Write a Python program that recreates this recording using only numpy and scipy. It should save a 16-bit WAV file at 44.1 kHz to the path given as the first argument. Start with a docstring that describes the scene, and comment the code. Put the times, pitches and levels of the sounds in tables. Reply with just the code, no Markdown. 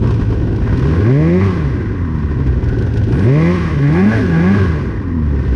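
"""A two-cylinder two-stroke snowmobile, blipped four times from idle, heard from the rider's helmet.
On the throttle the exhaust sings in clean multiples of the crank speed; off it the cylinders skip
firings and burble through pipe and muffler. Each blow clatters the panels and engine case and pulses
the intake hiss. The clutch rattles once a turn at idle, and the machine swishes as it lurches."""
import sys
import numpy as np
from scipy import signal
from scipy.fft import rfft, irfft
from scipy.io import wavfile
from scipy.ndimage import uniform_filter1d

SR = 44100
rng = np.random.default_rng(int(sys.argv[2]) if len(sys.argv) > 2 else 0)


def pcm_store(signal):
    """Save signal as 16-bit PCM."""
    levels = np.round(np.clip(np.atleast_2d(signal), -1, 1) * 32767)
    wavfile.write(sys.argv[1], SR, levels.astype(np.int16).T)


N = 244755


def amp(db):
    """Decibels to gain."""
    return 10 ** (np.asarray(db) / 20)


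def rms_one(x):
    """Scale to rms 1."""
    return x / np.sqrt(np.mean(x ** 2) + 1e-20)


def levelled(x, window, floor=1e-9):
    """Ride the gain to hold the rms near 1 over a window of samples."""
    return x / np.sqrt(uniform_filter1d(x ** 2, window) + floor)


def in_time(rows):
    """Table columns as automation curves, one value per sample."""
    times, *columns = np.transpose(rows)
    return [np.interp(np.arange(N) / SR, times, column) for column in columns]


def at_hz(spectrum, hz):
    """Read an EQ curve on a log-frequency axis."""
    points_hz, db = np.transpose(spectrum)
    return np.interp(np.log(hz), np.log(points_hz), db)


def coloured(x, spectrum):
    """Shape a signal with an EQ curve."""
    hz = np.maximum(np.arange(N // 2 + 1) * SR / N, 1)
    return irfft(rfft(x) * amp(at_hz(spectrum, hz)), N)


def noise(hz, kind="low", order=2):
    """Filtered noise at rms 1; with a low cutoff, a slow drift."""
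    return rms_one(signal.sosfilt(signal.butter(order, hz, kind, fs=SR, output="sos"), rng.standard_normal(N)))


def resonate(x, modes):
    """Parallel resonances with alternating signs; passing twice keeps the valleys dark."""
    out = np.zeros(N)
    for k, (hz, width, db) in enumerate(modes):
        r = np.exp(-np.pi * width / SR)
        gain = (1 - r * r) / 2
        stage = [gain, 0, -gain, 1, -2 * r * np.cos(2 * np.pi * hz / SR), r * r]
        out += (-1) ** k * amp(db) * signal.sosfilt([stage] * 2, x + 1e-18)
    return out


def dying(clicks, rise_s, fall_s):
    """Give each click a quick attack and an exponential decay."""
    rise, fall = np.exp(-1 / (rise_s * SR)), np.exp(-1 / (fall_s * SR))
    return signal.lfilter([1 - rise], np.convolve([1, -rise], [1, -fall]), clicks + 1e-18)


def by_speed(opened, shut, speed, throttle):
    """Levels at the crank speed, crossfaded between open and shut throttle."""
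    def levels(rows):
        speeds, *columns = np.transpose(rows)
        return np.array([np.interp(speed, speeds, column) for column in columns])
    return throttle * levels(opened) + (1 - throttle) * levels(shut)


# The rev curve: (time [s], crank speed [turns/s])
REVS = [(0.0, 29.7), (0.3, 27.1), (0.6, 27.0), (0.79, 31.1), (0.99, 46.2), (1.11, 64.5), (1.19, 75.2),
        (1.3, 85.4), (1.45, 98.9), (1.5, 94.2), (1.93, 48.3), (2.15, 38.1), (2.46, 32.0), (3.07, 26.8),
        (3.15, 33.3), (3.21, 46.4), (3.29, 63.7), (3.35, 73.8), (3.42, 81.5), (3.55, 91.3), (3.8, 69.5),
        (3.88, 71.6), (3.99, 91.7), (4.13, 114.7), (4.19, 107.8), (4.335, 80.3), (4.4, 83.1), (4.5, 97.4),
        (4.575, 103.7), (4.81, 69.4), (5.19, 39.4), (5.55, 31.4)]
SPEED_FLOOR = 25   # turns/s, just under idle


def crank_speed():
    """Turns per second; the excess over the floor grows and dies exponentially."""
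    log_excess, = in_time([(s, np.log(rate - SPEED_FLOOR)) for s, rate in REVS])
    return SPEED_FLOOR + np.exp(log_excess)


# Throttle blips and their mix trims:
# (opens [s], shuts [s], firing tone [dB], octave [dB], overtones [dB], clatter [dB])
THROTTLE_BLIPS = [(0.824, 1.395, 2.5, -0.9, -0.7, -2), (3.091, 3.541, 3.5, -2, 1.5, -0.8),
                  (3.798, 4.122, 3.5, -1, -9, 4), (4.303, 4.556, 3.5, -6, -6.5, 2)]


def throttle_lever(squeeze_s=0.087):
    """The thumb squeezes and lets go: throttle 0-1, and each blip's trims while it lasts."""
    t = np.arange(N) / SR
    inside_s = np.array([np.minimum(t - opens, shuts - t) for opens, shuts, *_ in THROTTLE_BLIPS])
    held = np.clip(inside_s / squeeze_s + .5, 0, 1)
    return held.sum(axis=0), np.transpose(THROTTLE_BLIPS)[2:] @ held


def firings(turns, refill=.36, uneven=.15):
    """A cylinder needs a few turns to gather a charge that lights: each stroke's sample and strength."""
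    strokes = np.flatnonzero(np.diff(np.floor(2 * turns)))
    luck = rng.standard_normal((1200, 2))
    charge, strength = [0, 0], np.zeros(len(strokes))
    for k in range(len(strokes)):
        cylinder = k % 2
        charge[cylinder] += refill
        if charge[cylinder] > 1 + uneven * luck[k, 0]:
            strength[k] = amp(1.27 * luck[k, 1])
            charge[cylinder] = 0
    return strokes, strength


# Exhaust mix, throttle open and shut:
# (crank speed [turns/s], shake [dB], firing tone [dB], octave [dB], overtones [dB], burble [dB])
EXHAUST_ON = [(33, -44, -20.5, -10, -42, -15.5), (46.4, -44.5, -16, -24, -37.5, -13),
              (59, -41.5, -11, -14.5, -22, -17), (70.8, -30, -12, -14.5, -27, -24.5),
              (78.4, -18.5, -14, -17.5, -31, -16), (91.7, -18, -13.5, -11.5, -31.5, -23),
              (103, -16.5, -9.5, -28.5, -48, -16), (113, -15, -7.5, -26, -28, -25)]
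EXHAUST_OFF = [(27.3, -42, -22.5, -18, -48.5, -16), (29.3, -46, -20, -21, -42.5, -13.5),
               (33, -41.5, -17, -21.5, -40, -16), (39.9, -28.5, -17.5, -24, -26, -21.5),
               (50.8, -26, -22.5, -36, -41.5, -18), (61, -25.5, -23, -56, -37, -15),
               (72, -18.5, -18, -28, -37.5, -19.5), (85, -17.5, -19, -26, -49.5, -17),
               (96.2, -14, -19.5, -19.5, -46.5, -18.5), (108, -11.5, -24.5, -24.5, -40, -17)]
# Fader rides as the rider moves: (time [s], low tones [dB], overtones [dB], burble [dB])
EXHAUST_RIDES = [(0.0, 1.7, 3.5, 1), (0.5, 0.3, -3, 1.2), (0.95, 0.6, 0.1, 0.3), (1.2, 0, 2, -2.5),
                 (1.5, 1, 2, -0.3), (1.85, -1, -1, -1), (2.2, 0, 2.5, 0), (2.6, 1.5, 0.1, -1.4),
                 (3.05, -0.5, 4, 1.7), (3.35, -0.4, 0.5, -1.5), (3.65, -0.4, -0.7, -0.1),
                 (4.2, -1.3, 0.7, 0.7), (4.65, 0.3, 2.5, 1.4), (4.95, -3, 1, -3), (5.2, -1, -1, -0.5),
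                 (5.55, 2.7, 2, -0.5)]


def exhaust(speed, turns, throttle, strokes, strength, trims_db, waver_db=2.0):
    """Tones over a burble; off the throttle, uneven firing makes each tone waver."""
    *tones_db, burble_db = by_speed(EXHAUST_ON, EXHAUST_OFF, speed, throttle)
    low_ride, overtone_ride, burble_ride = in_time(EXHAUST_RIDES)
    tones_db = np.array(tones_db) + [low_ride, low_ride, low_ride, overtone_ride]
    tones_db[1:] += trims_db
    tones_db += [waver_db * (1 - throttle) * noise(hz=5) for _ in tones_db]
    # On the overrun the blows come early or late, fraying the higher orders.
    ragged = .03 * np.clip(speed / 80, 0, 1) * (1 - .85 * throttle) * noise(hz=14)
    tones = exhaust_tones(speed, 2 * np.pi * (turns + ragged), *tones_db)
    return tones + amp(burble_db + burble_ride) * burble(speed, throttle, strokes, strength)


# The exhaust's upper voices: (order [cycles/turn], level [dB])
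UPPER_ORDERS = [(3, -24.5), (5, -14.5), (6, 6), (7, -11.5), (8, -5.5), (9, -25), (10, -11), (12, -25)]
# The silencer's pass bands: (frequency [Hz], gain [dB])
SILENCER_EQ = [(40, 13), (110, 1), (170, -12), (240, 2.5), (300, 0), (380, -3.5), (480, -7), (620, 2),
               (800, -73.5), (1400, -32.5)]


def exhaust_tones(speed, phase, shake_db, firing_db, octave_db, overtone_db):
    """Orders of the crank; the silencer's pass bands tip the overtones against the sixth order."""
    out = skip_tone(phase)
    for order, db in ((1, shake_db), (2, firing_db), (4, octave_db)):
        out += amp(db) * np.sin(order * phase)
    for order, db in UPPER_ORDERS:
        passed_db = at_hz(SILENCER_EQ, order * speed) - at_hz(SILENCER_EQ, 6 * speed)
        out += amp(overtone_db + db + passed_db) * np.sin(order * phase)
    return np.sqrt(2) * out


# Deep muffler chambers and the hollow pipe: (frequency [Hz], width [Hz], level [dB])
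MUFFLER_MODES = [(34.8, 35, -6.5), (76.2, 33.3, -2.5), (115, 55, -6.5)]
PIPE_MODES = [(152, 103, 1), (265.6, 127, 1.5), (308, 113.4, 2), (391.6, 87.4, -3), (494.6, 95, -10.5)]


def burble(speed, throttle, strokes, strength):
    """Uneven blows and rushing gas ring muffler and pipe; throttle softens the blows and the rumble."""
    blows = np.zeros(N)
    blows[strokes] = (strength - strength.mean()) / np.sqrt(speed[strokes])
    blows *= 1 - .65 * throttle
    gas = rng.standard_normal(N)
    muffler, pipe = (rms_one(resonate(blows, modes)) + 2 * rms_one(resonate(gas, modes))
                     for modes in (MUFFLER_MODES, PIPE_MODES))
    rumble_db = 6.5 - 9 * throttle - .069 * speed
    return levelled(amp(rumble_db) * muffler + pipe, SR // 8)


def piston_slap(speed, throttle, strokes, load_db=5):
    """One short clack repeats, strong then weak; under load it is louder and tightens into a buzz."""
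    luck = rng.standard_normal((1200, 2))[:len(strokes)]
    late_samples = (np.abs(luck[:, 0]) * (12 - 10 * throttle[strokes])).astype(int)
    accent = np.where(np.arange(len(strokes)) % 2, 1, .4)
    taps = np.zeros(N)
    taps[np.minimum(strokes + late_samples, N - 1)] = accent * amp(1.5 * luck[:, 1])
    clack = rng.standard_normal(400) * np.exp(-np.arange(400) / 260)
    slap = signal.fftconvolve(taps, rms_one(clack) / np.sqrt(400))[:N]
    speed_gain = np.sqrt(SR / speed) * np.clip(speed / 90, .15, .9)
    load_gain = amp(load_db * throttle) * (.55 + .4 * throttle)
    return slap * speed_gain * load_gain


def throb(strokes, strength, fall_s, steady):
    """Noise that swells at each blow, more for the near cylinder, over a steady bed."""
    blows = np.zeros(N)
    blows[strokes] = (1.1 + strength) * np.where(np.arange(len(strokes)) % 2, 1, .65)
    pulse = levelled(dying(blows, .005, fall_s), SR // 6)
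    return (pulse + steady) * rng.standard_normal(N)


def panel(drive, modes, speed):
    """A rung panel; as the revs rise, the weight of its ring shifts to the higher modes."""
    climb_db = .14 * (speed - 75)
    lowest, second, rest = (resonate(drive, part) for part in (modes[:1], modes[1:2], modes[2:]))
    ring = lowest - amp(climb_db) * second + amp(climb_db / 2) * rest
    return levelled(ring, SR // 4, floor=1e-12)


# The ring of tunnel, hood, cooling fins and engine case: (frequency [Hz], width [Hz], level [dB])
TUNNEL_MODES = [(528, 280, 2.5), (810, 450, 4)]
HOOD_MODES = [(970, 190, -3), (1120, 170, 0), (1310, 200, -7)]
FIN_MODES = [(1480, 190, -2), (1640, 150, 0)]
CASE_MODES = [(1830, 170, 0), (2020, 170, -1), (2350, 400, -11)]
# Engine bay mix, throttle open and shut:
# (crank speed [turns/s], tunnel [dB], hood [dB], fins [dB], case [dB], intake [dB])
BAY_ON = [(30, -34.5, -35.5, -37.5, -40.5, -42.5), (50, -35.5, -34.5, -31.5, -37, -41.5),
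          (71, -40, -37.5, -35.5, -34, -40.5), (82, -31, -31, -35, -31, -38.5),
          (106, -35.5, -30.5, -37, -31, -38), (113, -32, -34, -29, -37, -36)]
BAY_OFF = [(26.8, -37.5, -43, -42.5, -42, -48), (31.5, -42, -38.5, -41, -41, -47.5),
           (40, -48, -38.5, -45.5, -43.5, -52.5), (52, -45, -40.5, -39.5, -38.5, -48.5),
           (67.5, -41.5, -35, -39, -36.5, -43.5), (91.6, -37, -30, -33.5, -33.5, -38.5),
           (111, -32, -25.5, -30.5, -24.5, -35)]
# Fader rides as the rider's head and body move: (time [s], hood [dB], fins [dB], case [dB], intake [dB])
BAY_RIDES = [(0.0, 8.5, 2, -3, 6), (0.55, -0.8, 0, -5, 0.5), (0.72, 6, 4.5, 2.5, 5.5),
             (1.2, 3.3, -2, 0, -2.5), (1.37, -2.5, -2, 0, -3), (1.46, 2, -6, -3, -0.7),
             (1.6, -2, 0, -3.5, -1.5), (2.15, 2.5, 1.5, 0.3, 1.6), (2.62, -2.5, -1, -2.5, -1.5),
             (2.72, -0.5, 5.5, -2.5, 1.5), (3.03, -5, 2.5, -4, 0.5), (3.3, 4.5, -2.5, 2.5, 0.5),
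             (3.65, 3.5, 1.5, 3, 2.5), (3.9, -2, -1, -4.5, -0.2), (4.2, -5.5, 5.5, -5.5, -0.5),
             (4.6, 0.5, 6, -3.8, 0.5), (5.0, 0.5, -3, -2.5, -2), (5.55, -2.5, 1.5, 0.5, 2.3)]


def engine_bay(speed, throttle, strokes, strength, clatter_trim_db):
    """Blows and piston slap set four parts of the machine clattering, with the intake hiss on top."""
    levels_db = by_speed(BAY_ON, BAY_OFF, speed, throttle)
    levels_db[1:] += in_time(BAY_RIDES)
    *panels_db, intake_db = levels_db
    slap = piston_slap(speed, throttle, strokes)
    lift_db = clatter_trim_db + jolts()
    clatter = np.zeros(N)
    for db, modes in zip(panels_db, (TUNNEL_MODES, HOOD_MODES, FIN_MODES, CASE_MODES)):
        drive = rms_one(throb(strokes, strength, fall_s=.01, steady=.28)) + slap
        clatter += amp(db + lift_db) * panel(drive, modes, speed)
    return clatter + amp(intake_db) * intake_hiss(strokes, strength)


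# The colour of the intake air: (frequency [Hz], gain [dB])
HISS_EQ = [(1800, -16), (2400, -1), (3000, -4.5), (4000, -10), (5500, -11.5), (6500, -18.5), (7300, -27),
           (9000, -25), (10300, -31), (11000, -39), (14500, -39), (15600, -52)]


def intake_hiss(strokes, strength):
    """Air drawn into the engine hisses, pulsing gently with each stroke."""
    return rms_one(coloured(throb(strokes, strength, fall_s=.013, steady=.78), HISS_EQ))


# The clutch's accented knocks: (time [s], level [dB])
CLUTCH_KNOCKS = [(0.071, -29.5), (0.1062, -29), (0.1386, -32), (0.2099, -38), (0.3326, -39), (0.5581, -33),
                 (0.7711, -26.5), (0.7914, -27), (0.8544, -37), (2.468, -32.5), (2.6854, -29),
                 (2.785, -28.5), (2.8205, -30), (2.8624, -33), (2.9354, -29.5), (2.9698, -23.5),
                 (3.0355, -29), (3.0814, -33), (3.1203, -30.5), (3.1906, -27), (4.086, -30)]


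def clutch_rattle(speed, strokes, soft_db=-43.5, spread_db=6.5, accent_trim_db=-4.5):
    """The clutch knocks once a turn, fading as the revs rise; each burst is brighter than the hiss."""
    each_turn = strokes[::2]
    luck = rng.standard_normal(600)[:len(each_turn)]
    fade_db = 2 * (speed[each_turn] - SPEED_FLOOR)
    knocks = np.zeros(N)
    knocks[each_turn] = amp(soft_db + spread_db * luck - fade_db)
    for s, db in CLUTCH_KNOCKS:
        knocks[round(s * SR)] = amp(db + accent_trim_db)
    hiss = coloured(rng.standard_normal(N), HISS_EQ)
    bright = signal.sosfilt(signal.butter(1, 3500, "high", fs=SR, output="sos"), hiss)
    return dying(knocks, rise_s=.003, fall_s=.005) * rms_one(bright)


# Jolts that shake all the panels: (time [s], lift [dB])
PANEL_JOLTS = [(0.663, 6.5), (1.05, 6.5), (1.41, 7), (2.68, 2.5), (3.12, 5), (3.95, 5.5), (4.11, 4.5),
               (4.44, 3.5), (4.54, 2.5)]


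def jolts():
    """Each jolt lifts the clatter for a moment, in dB."""
    hits = np.zeros(N)
    for s, db in PANEL_JOLTS:
        hits[round(s * SR)] = db
    return dying(hits, rise_s=.00099, fall_s=.026)


# Two faint swishes: (time [s], level [dB])
SWISH_FADER = [(3.09, -87), (3.13, -61), (3.25, -57), (3.32, -73), (3.88, -79), (3.93, -60), (4.25, -66),
               (4.33, -91)]


def swish():
    """Smooth, airy noise high above the engine as the machine lurches."""
    return amp(in_time(SWISH_FADER)[0]) * noise([7600, 10400], "band", order=3)


# A brief note as the third blip shuts: (time [s], level [dB])
SKIP_FADER = [(4.15, -55), (4.18, -13.5), (4.27, -21), (4.31, -68)]


def skip_tone(phase):
    """The exhaust sounds between its orders, at 2.5 cycles a turn, as the throttle shuts."""
    return amp(in_time(SKIP_FADER)[0]) * np.sin(2.5 * phase)


def scene():
    """One crank drives exhaust, engine bay and clutch; mono and dry, as snow swallows the echoes."""
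    speed = crank_speed()
    throttle, trims_db = throttle_lever()
    turns = np.cumsum(speed) / SR
    strokes, strength = firings(turns)
    mix = exhaust(speed, turns, throttle, strokes, strength, trims_db[:3])
    mix += engine_bay(speed, throttle, strokes, strength, trims_db[3])
    return (mix + clutch_rattle(speed, strokes) + swish())[None]


def record(dry, low_cut_hz=40, high_cut_hz=15700):
    """The small microphone drops the deepest bass, peaks are rounded, the top is cut."""
    thin = signal.sosfilt(signal.butter(2, low_cut_hz, "high", fs=SR, output="sos"), dry)
    rounded = .9 * np.tanh(thin / .95)
    return signal.sosfilt(signal.cheby2(12, 70, high_cut_hz, fs=SR, output="sos"), rounded)


dry = scene()
out = record(dry)
pcm_store(out)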